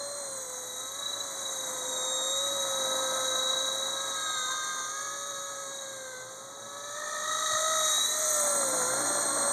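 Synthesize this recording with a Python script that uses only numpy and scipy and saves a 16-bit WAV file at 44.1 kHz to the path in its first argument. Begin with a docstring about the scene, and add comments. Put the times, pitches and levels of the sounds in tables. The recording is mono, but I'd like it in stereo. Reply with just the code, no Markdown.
"""A shrill, throbbing whine drifts off and comes close: a small electric model helicopter over a lawn.
Its motor pinion meshes with the main gear, whose uneven pressure makes the whine throb once a rotor turn.
A separate tail motor hums up and down as it holds the heading, and the main blades swish.
Hedge and trees answer faintly, a quiet yard lies behind, and the downwash puffs on the microphone."""
import sys
import numpy as np
from scipy import signal
from scipy.fft import rfft, irfft, next_fast_len
from scipy.io import wavfile
from scipy.ndimage import map_coordinates

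SR = 44100
rng = np.random.default_rng(int(sys.argv[2]) if len(sys.argv) > 2 else 0)


def wav_record(signal):
    """Record a signal, one row per channel, as 16-bit PCM in the file named by sys.argv[1]."""
    frames = np.transpose(np.atleast_2d(signal))
    bounded = np.clip(frames, -1, 1)
    # unit amplitude maps onto the largest positive 16-bit level
    quanta = np.round(bounded * 32767).astype(np.int16)
    wavfile.write(sys.argv[1], SR, quanta)


N = 419832

# how the tail rotor and fuselage face the listener: time_s, broadside (0 end-on to 1 broadside)
BROADSIDE = [(0.0, 0.47), (0.76, 0.01), (1.0, 0.5), (1.64, 0.078), (2.68, 0.28), (3.6, 0.76), (3.76, 0.52),
             (4.56, 0.94), (5.8, 0.64), (6.4, 0.75), (7.56, 0.99), (8.04, 0.16), (9.0, 0.32), (9.52, 0.57)]
# level curve of the main blades' wash, and the offset added to it: time_s, relative_db
WASH_LEVEL = [(0.0, -54), (0.92, -56.5), (1.16, -53), (1.64, -50.5), (1.88, -48), (2.4, -50), (2.96, -45),
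              (5.2, -58), (6.88, -57), (7.24, -54), (8.24, -51), (8.48, -44.5), (9.0, -40.3), (9.52, -41.8)]
WASH_DB = 5
GEAR_TEETH, PINION_TEETH = 140, 9


def amp(db):
    """The decibel law: 20 dB is a factor of ten in amplitude."""
    return 10 ** (np.asarray(db) / 20)


def unit(x):
    """Normalisation to a root-mean-square of 1."""
    return x / np.sqrt(np.mean(x ** 2) + 1e-20)


def along(points, hz):
    """Interpolation of (frequency, value) points on a logarithmic frequency axis."""
    point_hz, values = np.transpose(points)
    return np.interp(np.log(hz + 1), np.log(point_hz + 1), values)


def curve(rows):
    """Linear interpolation of (time_s, value) rows to one value per sample."""
    time_s, values = np.transpose(rows)
    return np.interp(np.arange(N) / SR, time_s, values)


def wobble(rate):
    """Band-limited random modulation: a smooth curve through rate random knots a second."""
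    knots = rng.standard_normal(int(N * rate / SR) + 4)
    coarse = np.arange(0, N, 16)
    return np.interp(np.arange(N), coarse, map_coordinates(knots, [coarse * rate / SR]))


def filtered(x, response):
    """Linear filtering: the spectrum of x times a complex response of frequency."""
    m = next_fast_len(N + SR // 2)
    return irfft(rfft(x, m) * response(np.fft.rfftfreq(m, 1 / SR)), m)[..., :N]


def coloured(x, spectrum):
    """Spectral shaping by (frequency_hz, level_db) points, normalised to rms 1."""
    return unit(filtered(x, lambda hz: amp(along(spectrum, hz))))


def angle(hz):
    """Phase in radians is the running integral of frequency."""
    return 2 * np.pi * np.cumsum(hz) / SR


def skirt(phase, rate):
    """Random quadrature modulation spreads a gliding carrier into noise about rate Hz wide."""
    return wobble(rate) * np.cos(phase) + wobble(rate) * np.sin(phase)


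def line(phase, rough, rate):
    """A spectral line: a tone of rms 1 plus its noise skirt, scaled by rough."""
    return np.sqrt(2) * np.cos(phase) + rough * skirt(phase, rate)


def heard_db(end_on_db, broadside_db):
    """Distance and directivity set the level: nearness plus a gain with broadside view."""
    # nearness to the listener: time_s, relative_db
    nearness = [(0.0, -43), (0.52, -41), (1.04, -41), (1.6, -38), (3.08, -34.5), (3.72, -37), (4.6, -38.5),
                (5.64, -42.5), (6.56, -48.5), (7.4, -35.5), (7.88, -29), (8.12, -31.5), (8.32, -29.5),
                (8.64, -33), (8.76, -32.5), (9.52, -34)]
    return curve(nearness) + end_on_db + broadside_db * curve(BROADSIDE)


def frame_level():
    """Common radiation level (dB) of the gear rasp, chatter and motor lines, from distance and facing."""
    return heard_db(2.38, -2.4)


def mesh_whine(shaft, rotor):
    """Gear meshing: teeth sound at the tooth rate, modulated once a turn by an eccentric gear."""
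    # whine at the tooth rate: time_s, relative_db
    whine_curve = [(0.0, -45.5), (0.48, -55.5), (0.82, -43.5), (0.9, -49), (1.03, -40), (1.14, -37),
                   (1.175, -44), (1.21, -36.5), (1.26, -48.5), (1.4, -47), (1.47, -39), (1.53, -44.5),
                   (1.62, -42), (1.72, -48.5), (1.9, -42), (2.08, -37.5), (2.4, -35), (2.7, -38.5),
                   (2.92, -36), (3.15, -40), (3.48, -32), (3.72, -37), (3.87, -37.5), (4.12, -41),
                   (4.44, -39), (4.84, -49.5), (4.96, -58), (5.32, -46), (5.6, -57), (5.76, -47),
                   (6.16, -61.5), (6.88, -51.5), (7.08, -60.5), (7.3, -41), (7.7, -40), (8.03, -31),
                   (8.12, -35.5), (8.2, -49), (9.52, -46)]
    # its octave: time_s, relative_db
    octave_curve = [(0.0, -41.5), (0.36, -34), (2.36, -28), (2.88, -38), (3.4, -29.5), (4.4, -33.5),
                    (5.04, -57), (5.68, -36), (6.44, -45), (6.96, -42.8), (7.56, -27.5), (7.76, -39),
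                    (8.52, -22), (8.88, -33), (9.52, -25.5)]
    # once-a-turn throb: time_s, depth_db
    throb_curve = [(0, 3), (.4, 2), (1.0, 7.5), (1.2, 7.5), (1.32, 2.5), (1.47, 7.5), (1.85, 6), (2.12, 1),
                   (2.4, .8), (2.7, 4.4), (3.7, 5.2), (4.3, 4), (4.6, 1), (5.6, 1.5), (5.85, 6),
                   (7.45, 6.5), (7.8, 1.5), (8.0, 2.5), (8.15, 8), (8.5, 4), (9.52, 3)]
    flex_rad_per_db = .23  # phase bend of the whine for each dB of throb
    whine_db, octave_db = curve(whine_curve) + 2.06, curve(octave_curve) - 1.5
    throb_db = curve(throb_curve)
    # once a turn the teeth press harder and the pitch slides down,
    # then it snaps back and slides again, more weakly, on the far side; no two turns are alike
    turn = rotor - 1.8
    press = .7 * np.tanh(2.2 * np.cos(turn)) + .25 * np.cos(2 * turn)
    uneven_press = press * (.95 + .17 * wobble(20)) + .16 * wobble(36)
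    throb = amp(throb_db * uneven_press - .05 * throb_db ** 2)
    flex = np.maximum(np.cos(turn), -.45 * np.cos(turn)) * (1 + .25 * wobble(28)) + .13 * wobble(90)
    mesh = PINION_TEETH * shaft + flex_rad_per_db * throb_db * flex + .08 * wobble(45)

    fundamental = throb * line(mesh, rough=.15, rate=280) + .22 * skirt(mesh, rate=420)
    octave_db = octave_db + 0.25 * press + 0.49 * np.cos(2 * rotor) + 1.75 * wobble(70)
    third_db = frame_level() - 25 - 9 * curve(BROADSIDE) + 2 * wobble(3) + 3 * press
    whine = amp(whine_db) * fundamental
    whine += amp(octave_db) * line(2 * mesh, rough=0.33, rate=220)
    return whine + amp(third_db) * line(3 * mesh, rough=2, rate=400)


def motor_and_bearings(shaft, rotor):
    """Rotating machinery sounds at multiples of shaft speed: poles, unbalance and bearings."""
    # hum of the three armature poles: time_s, level_db
    hum_curve = [(0.0, -63), (0.52, -64), (0.84, -51.5), (1.56, -60), (2.08, -48), (3.16, -40),
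                 (3.72, -49.5), (4.36, -38.5), (5.6, -47.5), (5.84, -65.5), (7.76, -34.5), (8.12, -50),
                 (8.36, -41), (9.24, -45), (9.52, -43)]
    # shrill, rough bearing whine that swells as the motor slows: time_s, mean_level_db
    shrill_curve = [(0, -66), (4.2, -58), (4.6, -45), (5.1, -44), (5.6, -47), (6.1, -62), (9.52, -62)]
    # lesser lines: shaft_multiple, end_on_db (against the frame level), broadside_gain_db
    orders = [(4.5, -28, 0), (6, -30, 2), (6.75, -24, 0), (8, -29, 0), (11.25, -18, -5), (12, -18, -6),
              (13.5, -17, -2), (14.25, -14.5, -4), (15, -12, -3), (15.75, -18, 9), (17, -16, 2),
              (17.5, -15, 0), (18.5, -14, -3), (19, -11.5, -3), (20.25, -19, 2), (21, -21, 2),
              (21.67, -23, -4)]
    sound = amp(curve(hum_curve)) * line(3 * shaft, rough=0.17, rate=34)
    sound += amp(-63.5 + 1.5 * wobble(3)) * line(shaft, rough=.15, rate=20)  # unbalanced shaft
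    # a bearing tone, loudest where the blade wash is loudest
    bearing_db = curve(WASH_LEVEL) + WASH_DB - 11 + 2 * wobble(3)
    sound += amp(bearing_db) * line(2.25 * shaft, rough=.4, rate=30)
    rattling = shaft + .04 * wobble(60)  # play in the bearings (radians) blurs the high lines
    frame_db, broadside = frame_level(), curve(BROADSIDE)
    for multiple, end_on_db, gain_db in orders:
        level_db = frame_db + end_on_db + gain_db * broadside + 2 * wobble(1.985) + 2 * wobble(25)
        sound += amp(level_db) * np.sqrt(2) * np.cos(multiple * rattling)
    shrill_db = curve(shrill_curve) + 2.5 * np.cos(rotor)
    return sound + amp(shrill_db) * skirt(7 * 2.25 * shaft, rate=230)


def tooth_chatter(shaft, rotor):
    """Amplitude-modulated narrow-band noise: hiss glides with the motor and bursts once a gear turn."""
    # bands: shaft_multiple, width_hz (approximate), end_on_db (against the frame level),
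    # broadside_gain_db, burst_depth_db
    bands = [(15.75, 300, -18, 6, 4), (17.6, 350, -11, -4, 2), (18.5, 420, -8, -9, 2),
             (20.8, 450, -15, -7, 2)]
    frame_db, broadside = frame_level(), curve(BROADSIDE)
    sound = np.zeros(N)
    for multiple, width_hz, end_on_db, gain_db, burst_db in bands:
        steady_db = frame_db + end_on_db + gain_db * broadside
        level_db = steady_db + burst_db * np.cos(rotor) + 1.5 * wobble(3) + 2 * wobble(40)
        sound += amp(level_db) * skirt(multiple * shaft, rate=width_hz)
    return sound


def tooth_rasp(rotor):
    """Surface roughness excites the frame: part of the rasp repeats with every turn of the gear."""
    # spectrum of the rasp: frequency_hz, relative_db
    rasp_spectrum = [(200, -108), (2000, -7), (4400, -28), (5400, -12), (6000, -3), (6500, -2.5), (7100, 0),
                     (7700, 0.5), (8300, -1.5), (8900, -5.5), (10000, -14), (11000, -24), (11800, -15),
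                     (15800, -35)]
    flaws = rng.standard_normal(GEAR_TEETH * 10)  # ten points a tooth
    position = rotor / (2 * np.pi) % 1 * len(flaws)
    repeating = map_coordinates(flaws, [position], mode="grid-wrap")
    scrape_db = 0.12 * np.cos(rotor - 1.2) + 1.2 * np.cos(2 * rotor) + 1.4 * wobble(70)
    scrape = (repeating + rng.standard_normal(N)) * amp(scrape_db)
    # the frame rings near 6.4 kHz in short bursts as the gear comes round
    ring_spectrum = [(5400, -64), (6150, -5.0), (6450, 11), (6750, -15.0), (7600, -68)]
    ring = coloured(rng.standard_normal(N), ring_spectrum)
    frame_db = frame_level()
    ring_db = frame_db - 14 + 6.2 * np.cos(rotor + 1.5) + 2.5 * wobble(40)
    return amp(ring_db) * ring + amp(frame_db - 1.2) * coloured(scrape, rasp_spectrum)


def tail_rotor(rotor):
    """Blade-passing harmonics of a small direct-drive propeller, roughened by the main blades' wake."""
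    # speed as it works to hold the heading: time_s, blade_passing_hz
    speed_curve = [(0.0, 561), (0.16, 573), (0.48, 509.5), (0.76, 507.6), (1.04, 567.3), (1.84, 510.7),
                   (2.28, 530.6), (2.48, 558.4), (2.84, 529.6), (3.36, 520.2), (4.08, 545), (4.33, 534.4),
                   (4.42, 514.6), (4.69, 530.5), (4.86, 521.5), (4.96, 548), (5.16, 563), (5.85, 544),
                   (6.18, 510.3), (6.48, 544.7), (6.94, 583), (6.99, 601.6), (7.12, 600.6), (7.4, 623.5),
                   (7.56, 622), (7.68, 639), (7.86, 623.5), (8.0, 598), (8.24, 622), (8.56, 571.4),
                   (8.68, 530), (8.84, 500.6), (8.94, 527.7), (9.08, 593.5), (9.32, 551), (9.52, 571)]
    # first harmonic: time_s, relative_db
    hum_curve = [(0.0, -39.5), (0.96, -50.5), (2.28, -37.5), (3.04, -34.5), (4.08, -42.5), (4.32, -53.5),
                 (4.44, -48), (4.68, -57), (5.28, -44.5), (6.04, -44.5), (6.56, -51), (7.0, -43),
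                 (7.48, -42), (7.6, -34), (7.84, -34.5), (8.04, -52), (8.2, -36.5), (8.52, -32.5),
                 (9.28, -40.5), (9.52, -35)]
    # third harmonic, which the higher ones follow: time_s, relative_db
    third_curve = [(0, -60), (0.75, -68), (1.0, -56), (1.5, -59.5), (2.6, -59), (2.95, -48), (3.45, -46.5),
                   (3.9, -52.5), (4.35, -41.5), (4.83, -42), (4.88, -48), (4.98, -43), (5.14, -46),
                   (5.2, -51.5), (5.85, -53.5), (6.15, -47.5), (6.45, -66), (6.8, -52), (7.1, -43.5),
                   (7.55, -40.5), (7.9, -44.5), (8.05, -47), (8.3, -46), (8.5, -48), (8.62, -55),
                   (8.88, -50), (9.0, -42.5), (9.07, -50), (9.17, -45), (9.3, -52), (9.52, -51)]
    # spectrum of the blade noise: frequency_hz, relative_db
    air_spectrum = [(100, -49), (700, -12), (1200, 13), (1700, 1), (2300, -17.5), (3300, 7.5), (4400, 8),
                    (6000, 13), (12000, -15)]
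    hover_hz, full_hz = 565, 605  # blade rate at no extra effort and at full effort
    fall_db = 12  # fall of the harmonics above the third, per octave
    blade_hz = curve(speed_curve)
    effort = np.clip((blade_hz - hover_hz) / (full_hz - hover_hz), 0, 1)
    # roughest when it pushes hard and is seen broadside
    rough = 0.085 + curve(BROADSIDE) * (0.13 + 0.62 * effort)
    wake = np.cos(2 * rotor - 2)  # one swing for each passing main blade
    blade = angle(blade_hz * (1 + .004 * wobble(35))) + .2 * rough * wake

    second_db = heard_db(-18.5, 10.6) + 2.5 * wobble(16)
    third_db = curve(third_curve)
    hum = amp(curve(hum_curve) - 2.03) * line(blade, rough * .42, rate=140)
    hum += amp(second_db) * line(2 * blade, rough * 1.3, rate=220)
    # upper harmonics flare as each wake passes; turbulence spreads them, and the division offsets its power
    gusts_db = 1.9 * wobble(35) + .8 * wake
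    for k in np.arange(3, 10):
        blur = (rough * k) ** 2 * .22 + .17 * (k - 2)
        level_db = third_db - fall_db * np.log2(k / 3) + gusts_db
        hum += amp(level_db) * line(k * blade, blur, rate=240) / np.hypot(1, blur)
    # high whistle of the tail motor
    hum += amp(third_db - 13 + gusts_db) * line(8 * blade, rough=.5, rate=120)
    # the wake doubles harmonics two and three with a tone one main blade rate higher, which beats with them
    for k in range(2, 4):
        sideband = k * blade + 2 * rotor - 2 + .6 * wobble(25)
        hum += amp(third_db - 2) * rough * line(sideband, rough=.3, rate=80)
    chop = amp(3 * rough * (wake - .2))
    gusty_noise = rng.standard_normal(N) * (1 + .5 * np.cos(blade)) * amp(0.51 * wake)
    air = coloured(gusty_noise, air_spectrum)
    return chop * (hum + amp(heard_db(-8, 8.2)) * air)


def main_rotor(rotor):
    """Blade passage modulates broadband noise; low blade-rate harmonics stand out when it is loud."""
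    # spectrum of the swish: frequency_hz, relative_db
    wash_spectrum = [(25, -18), (120, -22), (280, -1), (430, -3), (620, 6), (900, 2.5), (1200, 2),
                     (1700, -2.5), (3000, -14.5), (6000, -23)]
    # low buzz: blade_rate_multiple, mean_db (against the swish at average wash level)
    buzz_lines = [(2, -26.5), (3, -28), (4, -22.5), (5, -19.5), (6, -23), (7, -28)]
    wash_db = curve(WASH_LEVEL) + WASH_DB
    excess_db = wash_db - wash_db.mean()
    passing = np.cos(2 * rotor + 2.3)  # two blades
    # louder wash comes in sharper bursts
    bursts_db = (2 * passing + 1.2 * passing ** 2 + 1.5 * wobble(60)) * amp(.25 * excess_db)
    swish = unit(amp(bursts_db) * coloured(rng.standard_normal(N), wash_spectrum))
    buzz = np.zeros(N)
    for k, mean_db in buzz_lines:
        swell = amp(mean_db + 3 * wobble(9))
        buzz += swell * np.sqrt(2) * np.cos(2 * k * rotor + .7 * wobble(18))
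    return amp(wash_db) * (swish + amp(.3 * excess_db) * buzz)


def stereo_pair(x):
    """Interchannel phase: alike up to 1500 Hz, then drifting apart in the treble, which sounds wide."""
    # phase between the sides: frequency_hz, left_lead_half_turns
    width = [(0, 0), (1500, 0), (1900, -.2), (2100, -.7), (2500, -.99), (2900, -1), (3100, -.94),
             (3500, -.4), (3900, 0), (4150, .2), (4500, -.65), (5200, -1), (15600, -9)]

    def response(hz):
        lead = np.pi * np.interp(hz, *np.transpose(width))
        return np.exp(.5j * np.array([lead, -lead]))

    return filtered(x, response)


def trees(x):
    """Diffuse scattering: convolution with decaying noise, different on each side, for hedge and trees."""
    # decay: frequency_hz, t60_s
    decay = [(200, 0.13), (2000, 0.018), (12000, 1)]
    hz, t, z = signal.stft(rng.standard_normal((2, SR // 2)), SR, nperseg=256)
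    fade_db = -60 * t / along(decay, hz)[:, None]
    tail = signal.istft(z * amp(fade_db), SR, nperseg=256)[1]
    delayed = np.pad(x, (600, 0))[None]  # 600 samples of travel
    return signal.fftconvolve(delayed, tail / np.linalg.norm(tail[0]), axes=1)[:, :N]


def puffs():
    """Turbulent pressure in near antiphase: downwash pushes on one microphone port as it pulls on the other."""
    # Gaussian gusts: centre_s, peak_db, spread_s, alike_share (reaches both ports alike)
    gusts = [(6.62, -60, .1, .05), (7.44, -51, .05, .02), (7.5, -42, .005, .02), (7.541, -33, .009, .22),
             (7.6, -42, .012, .02), (7.66, -49, .035, .02), (7.875, -41, .008, .05)]
    t = np.arange(N) / SR
    opposed = np.array([[1], [-1]])
    push = np.zeros((2, N))
    for centre_s, peak_db, spread_s, alike in gusts:
        push += amp(peak_db) * np.exp(-.5 * ((t - centre_s) / spread_s) ** 2) * (opposed + alike)
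    rumble_spectrum = [(25, -30), (65, -1.5), (110, 5), (170, -1), (350, -35), (1000, -80)]
    rumble = coloured(rng.standard_normal(N), rumble_spectrum)
    return (push + amp(-62.5 + 2.5 * wobble(6.6)) * opposed) * rumble


def yard():
    """Ambient noise: quiet outdoor air and a steady hum; a deeper hum stops after about a second."""
    # spectrum of the air: frequency_hz, relative_db
    air_spectrum = [(25, -40), (65, 10), (120, 20.5), (200, 19.5), (500, 21.5), (1500, -60), (3000, -76),
                    (15000, -40)]
    air = coloured(rng.standard_normal((2, N)), air_spectrum)
    hum = line(angle(np.full(N, 119.5)), rough=0.76, rate=14)
    deep_hum = line(angle(np.full(N, 66)), rough=.2, rate=8)
    deep_db = curve([(0, -77), (1.12, -69), (1.2, -100)])
    return amp(-58.0) * air + amp(-72.0) * hum + amp(deep_db) * deep_hum


def scene():
    """Gear ratio and superposition: the shaft drives the rotor, and all parts sound from one spot."""
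    # speed of the main motor: time_s, shaft_hz
    shaft_curve = [(0.05, 457.5), (0.25, 455.0), (0.37, 448.9), (0.49, 440.1), (0.77, 430.1), (1.05, 432.0),
                   (1.21, 436.9), (1.33, 437.2), (1.45, 432.6), (1.77, 426.2), (2.05, 418.2), (2.29, 417.3),
                   (2.45, 425.4), (2.93, 429.3), (3.89, 430.5), (4.09, 426.8), (4.37, 417.2), (4.65, 410.7),
                   (4.85, 410.2), (5.09, 418.6), (5.41, 424.8), (5.89, 426.6), (6.05, 425.1), (6.69, 429.9),
                   (6.89, 429.8), (7.05, 426.2), (7.29, 424.3), (7.73, 422.8), (7.93, 422.6), (8.09, 436.7),
                   (8.41, 448.7), (8.81, 456.1), (9.01, 462.1), (9.49, 461.4)]
    shaft = angle(curve(shaft_curve))
    rotor = shaft * PINION_TEETH / GEAR_TEETH
    drive = mesh_whine(shaft, rotor) + motor_and_bearings(shaft, rotor)
    drive += tooth_chatter(shaft, rotor) + tooth_rasp(rotor)
    helicopter = drive + tail_rotor(rotor) + main_rotor(rotor)
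    direct = stereo_pair(helicopter) * amp([[-.3], [.3]])  # right side slightly louder
    echo = amp(-31) * trees(helicopter)
    return direct + echo + yard() + puffs()


def record(dry):
    """Band limiting: the recorder cuts the deep bass and keeps nothing above its top frequency."""
    low_cut_hz, top_hz = 55, 15800
    return filtered(dry, lambda hz: (hz < top_hz) / np.sqrt(1 + (low_cut_hz / (hz + 1)) ** 6))


dry = scene()
out = record(dry)
wav_record(out)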